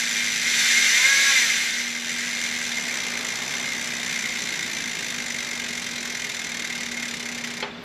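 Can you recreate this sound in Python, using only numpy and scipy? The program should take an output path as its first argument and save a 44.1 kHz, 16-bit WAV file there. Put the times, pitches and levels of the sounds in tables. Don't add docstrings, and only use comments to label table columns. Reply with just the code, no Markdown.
import sys
import numpy as np
from scipy import signal
from scipy.fft import rfft, irfft, next_fast_len
from scipy.io import wavfile
from scipy.ndimage import uniform_filter1d

SR = 44100
rng = np.random.default_rng(int(sys.argv[2]) if len(sys.argv) > 2 else 0)


def level_to_linear(level):
    exponent = np.asarray(level, float) / 20
    return 10 ** exponent


def waveform_to_disk(signal):
    frames = np.transpose(np.atleast_2d(signal))
    scaled = np.clip(frames, -1, 1) * 32767
    samples = np.round(scaled).astype(np.int16)
    wavfile.write(sys.argv[1], SR, samples)


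N = 345739


def rms_one(x):
    return x / np.sqrt(np.mean(x ** 2) + 1e-20)


def in_time(rows):
    s, *columns = np.transpose(rows)
    return [np.interp(np.arange(N) / SR, s, c) for c in columns]


def at_hz(points, hz):
    points = np.array(points)
    return np.interp(np.log(hz), np.log(points[:, 0]), points[:, 1])


def ring(clicks, hz, t60):
    r, w = level_to_linear(-60 / (t60 * SR)), 2 * np.pi * hz / SR
    return signal.lfilter([0, np.sin(w)], [1, -2 * r * np.cos(w), r * r], clicks + 1e-18)


def resonate(x, hz, width_hz):
    r = np.exp(-np.pi * width_hz / SR)
    poles = [1, -2 * r * np.cos(2 * np.pi * hz / SR), r * r]
    return signal.lfilter([(1 - r * r) / 2, 0, (r * r - 1) / 2], poles, x + 1e-18)


def band(x, low, high, order=2):
    return signal.sosfilt(signal.butter(order, [low, high], "band", fs=SR, output="sos"), x)


def fading(clicks, t60):
    keep = level_to_linear(-120 / (t60 * SR))
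    return np.sqrt(signal.lfilter([1 - keep], [1, -keep], clicks ** 2 + 1e-18))


def wander(n, samples):
    once = uniform_filter1d(rng.standard_normal(n), size=samples)
    return rms_one(uniform_filter1d(once, size=samples))


def pressed_db(knee_db=-26.5, press_share=0.84, recover_s=0.61):
    over = np.maximum(in_time(BUZZ)[0] - knee_db, 0)
    keep = np.exp(-1 / (recover_s * SR))
    return press_share * signal.lfilter([1 - keep], [1, -keep], over, zi=[over[0]])[0]


# [f/Hz, level/dB per Hz]
AIR = [(25, -17), (60, -10), (110, -7), (170, 1), (210, 1.5), (290, -4), (420, -4), (700, -5), (1200, -6.5),
       (2500, -7.5), (4500, -14.5), (8000, -32), (11000, -54), (15000, -58)]


def workshop(air_db=-44, hum_db=-42.5, hum_wander_db=1.6, hum_hz=238.6, hum_width_hz=1.6):
    drift, pressed = wander(N, 9000), pressed_db()
    air_db = air_db - pressed
    hum_db = hum_db - pressed + hum_wander_db * drift
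    size = next_fast_len(N)
    hz = np.maximum(np.fft.rfftfreq(size, 1 / SR), 1)
    air = rms_one(irfft(rfft(rng.standard_normal(size)) * level_to_linear(at_hz(AIR, hz)), size)[:N])
    waver = rms_one(resonate(rng.standard_normal(N), hum_hz, hum_width_hz))
    hum = np.sqrt(2) * np.sin(2 * np.pi * hum_hz * np.arange(N) / SR) + 0.36 * waver
    whistle = rms_one(resonate(rng.standard_normal(N), 413.7, 6.8))
    return level_to_linear(air_db + 4.0) * air + level_to_linear(hum_db - 1.5) * hum + level_to_linear(air_db - 13.5) * whistle


# [loudest t/s, half length t/s, level/dB, low f/Hz, high
# f/Hz]
TRAFFIC = [
    (3.3, 0.84, -42, 423, 1600),
    (3.6, 0.57, -50.5, 102, 266),
    (4.7, 0.84, -47.5, 150, 300),
]


def traffic():
    s, out = np.arange(N) / SR, np.zeros(N)
    for top, half, level_db, low_hz, high_hz in TRAFFIC:
        swell = level_to_linear(level_db) * np.exp(-((s - top) / half) ** 2)
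        out += swell * rms_one(band(rng.standard_normal(N), low_hz, high_hz))
    return out


# [t/s, speed/ticks per s]
CRANK = [
    (.394, 0),
    (.601, 211.8),
    (.71, 272.3),
    (.88, 326.6),
    (1.089, 455.8),
    (1.294, 459.3),
    (1.345, 445.5),
    (1.487, 345.1),
    (1.874, 0),
]
# [start t/s, fastest t/s, end t/s, speed/ticks per s]
ROCKING = [
    (2.07, 2.346, 2.446, 21.37),
    (2.714, 3.245, 3.438, -19.18),
]


def spin():
    start, friction, drag_s = 107.45, 185.2, 24.25
    heavy_swing, ticks_per_turn, heavy_start_turns = 56.9, 122.72, .291
    s = np.arange(N) / SR
    wheel = (start + friction) * np.exp(-s / drag_s) - friction
    turns = heavy_start_turns + np.cumsum(wheel) / SR / ticks_per_turn
    heavy = heavy_swing * np.sin(2 * np.pi * turns) / wheel
    rocking = sum(np.interp(s, [begin, top, end], [0, speed, 0]) for begin, top, end, speed in ROCKING)
    return wheel + heavy + in_time(CRANK)[0] + rocking


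def chain(level_db=-46.5, low_hz=300, high_hz=900):
    speed = in_time(CRANK)[0]
    rumble = rms_one(band(rng.standard_normal(N), low_hz, high_hz))
    return level_to_linear(level_db) * np.sqrt(speed / speed.max()) * rumble


# [t/s, level/dB, f/Hz, length t/s]
SQUEAKS = [
    (7.707, -37, 3520, 0.013),
    (7.745, -38, 3500, .013),
    (7.774, -41, 3590, 0.017),
]


def squeaks():
    out = np.zeros(N)
    for s, level_db, hz, length in SQUEAKS:
        age = np.arange(N) / SR - s
        swell = np.sin(np.pi * np.clip(age / length, 0, 1))
        out += level_to_linear(level_db) * swell * np.sin(2 * np.pi * hz * age)
    return out


# [t/s, peak level/dB]
CLACK = [
    (7.626, -15.5),
    (7.633, -19.5),
]
# [f/Hz, level/dB, t60 t/s]
FRAME = [(410, -13.5, 0.66), (504, -9, 0.83), (870, -16.5, 0.26), (1370, -27, 0.19), (1812, -31, 0.63),
         (1910, -21, 5.0), (2270, -3.5, 0.074), (2606, -17, 0.15), (3310, -7, 0.074), (3060, -7, 0.2),
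         (4230, -3.5, 0.1), (5712, -70, 0.17)]


def clack():
    at = [round(s * SR) for s, db in CLACK]
    blows = np.bincount(at, level_to_linear(np.array(CLACK)[:, 1]), N)
    out = np.zeros(N)
    for hz, level_db, t60 in FRAME:
        out += level_to_linear(level_db - 3) * ring(blows, hz, min(.5 * t60, 130 / hz + .02))
    white = rng.standard_normal(N)
    out += level_to_linear(20.0) * fading(blows, 0.055) * band(white, 940, 4000)
    out += level_to_linear(24.0) * fading(blows, 0.31) * band(white, 350, 2600)
    return band(out, 410, 4200)


# [multiple of the tick rate, level/dB]
WHINE = [(1, -7), (1.5, -7), (2, 0), (2.5, -11), (3, 3), (3.5, -13), (4, 0), (4.5, -9), (5, -3), (6, -5)]


def whine(level_db=-19.5, onset_per_s=310, low_db=-27.0):
    per_s = spin()
    fast = slice(0, 2 * SR)
    turned, rate = np.cumsum(per_s)[fast] / SR, per_s[fast]
    out = np.zeros(N)
    for multiple, order_db in WHINE:
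        lift = level_to_linear(2 * low_db)
        for hz, width_hz, db in HUB[:6]:
            lift = lift + level_to_linear(2 * db) / (1 + ((multiple * rate - hz) / width_hz) ** 2)
        level = level_to_linear(order_db + 4.0 * wander(len(rate), 1500)) * np.sqrt(lift)
        out[fast] += level * np.sin(2 * np.pi * multiple * turned)
    return level_to_linear(level_db) * np.clip(per_s / onset_per_s - 1, 0, 1) * out


# [place/ticks, level/dB]
PAWLS = [
    (-.19, -5.0),
    (-.15, -3.0),
    (-.09, -3.5),
    (.76, -4.0),
    (.85, -1.5),
    (.98, .5),
]
# [t/s, level/dB]
BUZZ = [(0, -25), (.42, -24), (.59, -19.5), (1.08, -19), (1.36, -19), (1.97, -30.5), (2.25, -27.5),
        (3.1, -29.5), (4.15, -29), (5.5, -31), (7.4, -32), (7.62, -34.5)]


def drops(jitter=.008, wobble=.03, spread_db=1.3, first_tick=1.04, stop_s=7.615):
    per_s, (level_db,) = spin(), in_time(BUZZ)
    turned = first_tick + np.cumsum(per_s) / SR
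    place, pawl_db = np.transpose(PAWLS)
    tooth = np.arange(0, turned[-1], 2)[:, None]
    chance = rng.standard_normal((3, len(tooth), len(place)))
    uneven = uniform_filter1d(chance[0], size=5, axis=0)
    when = (tooth + place + wobble * uneven + jitter * chance[1]).ravel()
    at = np.interp(when, turned, np.arange(N)).astype(int)
    drop_db = level_db[at] + (pawl_db + spread_db * chance[2]).ravel()
    strength = level_to_linear(drop_db) * np.sqrt(SR / per_s[at])
    pawl = np.tile(np.arange(len(place)), len(tooth))
    keep = (when > turned[0] - 1) & (at < stop_s * SR)
    return at[keep], pawl[keep], strength[keep]


# [f/Hz, level/dB per Hz]
SNAP = [(800, -35), (1200, -34), (1450, -13.5), (2200, -38.5), (3000, -19), (4500, -18.5), (6500, -19.5),
        (7800, -24), (8600, -67), (9500, -25.5), (11500, -41.5), (12500, -34.5), (15500, -51)]
# [f/Hz, t60 t/s]
SNAP_T60 = [(1000, 0.57), (2500, 0.24), (6000, 0.13), (14000, 0.073)]


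def snaps(at, pawl, strength, habit_db=-10.5):
    clicks, once = np.bincount(at, strength, N), np.eye(1, 4000)[0]
    edges = 700 * 2 ** np.arange(0, 4.6, 1 / 3)
    white, seed = rng.standard_normal((2, N)), rng.standard_normal((2, 2, len(once)))
    out, habit = 0, 0
    for k, (low, high) in enumerate(zip(edges, edges[1:])):
        hz = np.sqrt(low * high)
        t60, gain = at_hz(SNAP_T60, hz), level_to_linear(at_hz(SNAP, hz))
        out = out + gain * fading(clicks, t60) * band(white[k % 2], low, high)
        habit = habit + gain * fading(once, t60) * band(seed[k % 2], low, high)
    for k, shape in enumerate(habit):
        own = np.bincount(at, strength * (pawl // 3 == k), N)
        out = out + level_to_linear(habit_db) * signal.oaconvolve(own, shape)[:N]
    return out


# [f/Hz, width f/Hz, level/dB]
HUB = [(1622, 90, -8), (1805, 45, -12), (1965, 45, -5), (2075, 45, -4), (2125, 60, 0), (2341, 40, -3),
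       (2480, 20, -13), (2569, 56, -13), (2822, 245, -14), (3206, 56, -12), (3560, 150, -10),
       (3665, 40, -11), (3871, 20, -14), (4089, 57, -10), (4370, 200, -16), (4784, 36, -13),
       (5288, 65, -14), (5624, 62, -14), (6047, 165, -8), (7088, 81, -11), (7301, 155, -15),
       (8080, 203, -19), (9986, 299, -26), (10578, 242, -29), (11287, 269, -27)]


def hub_modes(at, pawl, strength, habit=0.84, rattle=.85, rattle_t60=0.04):
    out = np.zeros(N)
    rattling = rattle * fading(np.bincount(at, strength, N), rattle_t60) * rng.standard_normal((3, N))
    for k, (hz, width_hz, level_db) in enumerate(HUB):
        usual = np.where(rng.random(len(PAWLS)) < .75, 1, -1)[pawl]
        grip = habit * usual + np.sqrt(1 - min(habit, 1) ** 2) * rng.standard_normal(len(at))
        push = np.bincount(at, strength * grip, N) + rattling[k % 3]
        out += level_to_linear(level_db) * (-1) ** k * resonate(push, hz, width_hz)
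    return band(out, 1170, 10500, order=3) / np.sqrt(1 + rattle ** 2)


def walls(x, wet_db=-4.5, t60=0.45, dull_hz=6000):
    once = np.eye(1, 16000)[0]
    noise = fading(once, t60) * rng.standard_normal(len(once))
    tail = signal.lfilter(*signal.butter(1, dull_hz, fs=SR), noise)
    return x + level_to_linear(wet_db) * signal.oaconvolve(x, tail)[:N]


def scene():
    hits = drops()
    ratchet = walls(level_to_linear(14.5) * (hub_modes(*hits) + snaps(*hits)))
    background = workshop() + traffic() + chain()
    return np.tile(background + squeaks() + clack() + whine() + ratchet, (2, 1))


def apart(x, share=.12, level_db=-21.5, spread_db=0.5, low_db=1.5, start=764, size=1024):
    upper = band(x, 3000, 11000, order=4)
    stretch = (np.arange(N) + size - start) // size
    starts = np.flatnonzero(np.diff(stretch, prepend=-1))
    chance = rng.standard_normal((len(starts), 2))
    crest = np.maximum.reduceat(upper ** 2, starts) / np.add.reduceat(upper ** 2, starts)
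    sharp = crest * level_to_linear(3.0 * chance[:, 0])
    split = sharp > np.quantile(sharp, 1 - share)
    gate = (split * level_to_linear(level_db + spread_db * chance[:, 1]))[stretch]
    noise = band(upper * rng.choice([-1, 1], N), 4050, 8000, order=4)
    runs = uniform_filter1d(rng.standard_normal(len(starts)), size=3)
    low_gate = (runs > np.quantile(runs, 1 - share))[stretch] * level_to_linear(level_db + low_db)
    low = low_gate * band(np.roll(x, size), 25, 800)
    return (gate * noise * level_to_linear(2.5) + low) * [[1], [-1]]


def top_cut(x):
    return signal.sosfilt(signal.butter(12, 15700, fs=SR, output="sos"), x)


def record(dry, notch_hz=9030, notch_width_hz=160, refill_hz=11200):
    size = next_fast_len(N)
    hz, heard = np.fft.rfftfreq(size, 1 / SR), rfft(dry[0], size)
    lost = np.abs(hz - notch_hz) < notch_width_hz / 2
    out = irfft(heard * (hz < refill_hz) * (hz > 22) * level_to_linear(-16.0 * lost), size)
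    edges = np.geomspace(refill_hz, 15350, 8)
    noise = rfft(rng.standard_normal((2, size)))
    for low, high in zip(edges, edges[1:]):
        inside = (hz >= low) & (hz < high)
        power = uniform_filter1d(irfft(heard * inside, size) ** 2, size=50)
        level = np.sqrt(np.abs(power))
        out = out + level * rms_one(irfft(noise * inside, size)) * level_to_linear([[2.3], [3.7]])
    return top_cut(out[:, :N] + apart(dry[0]))


dry = scene()
out = record(dry)
waveform_to_disk(out)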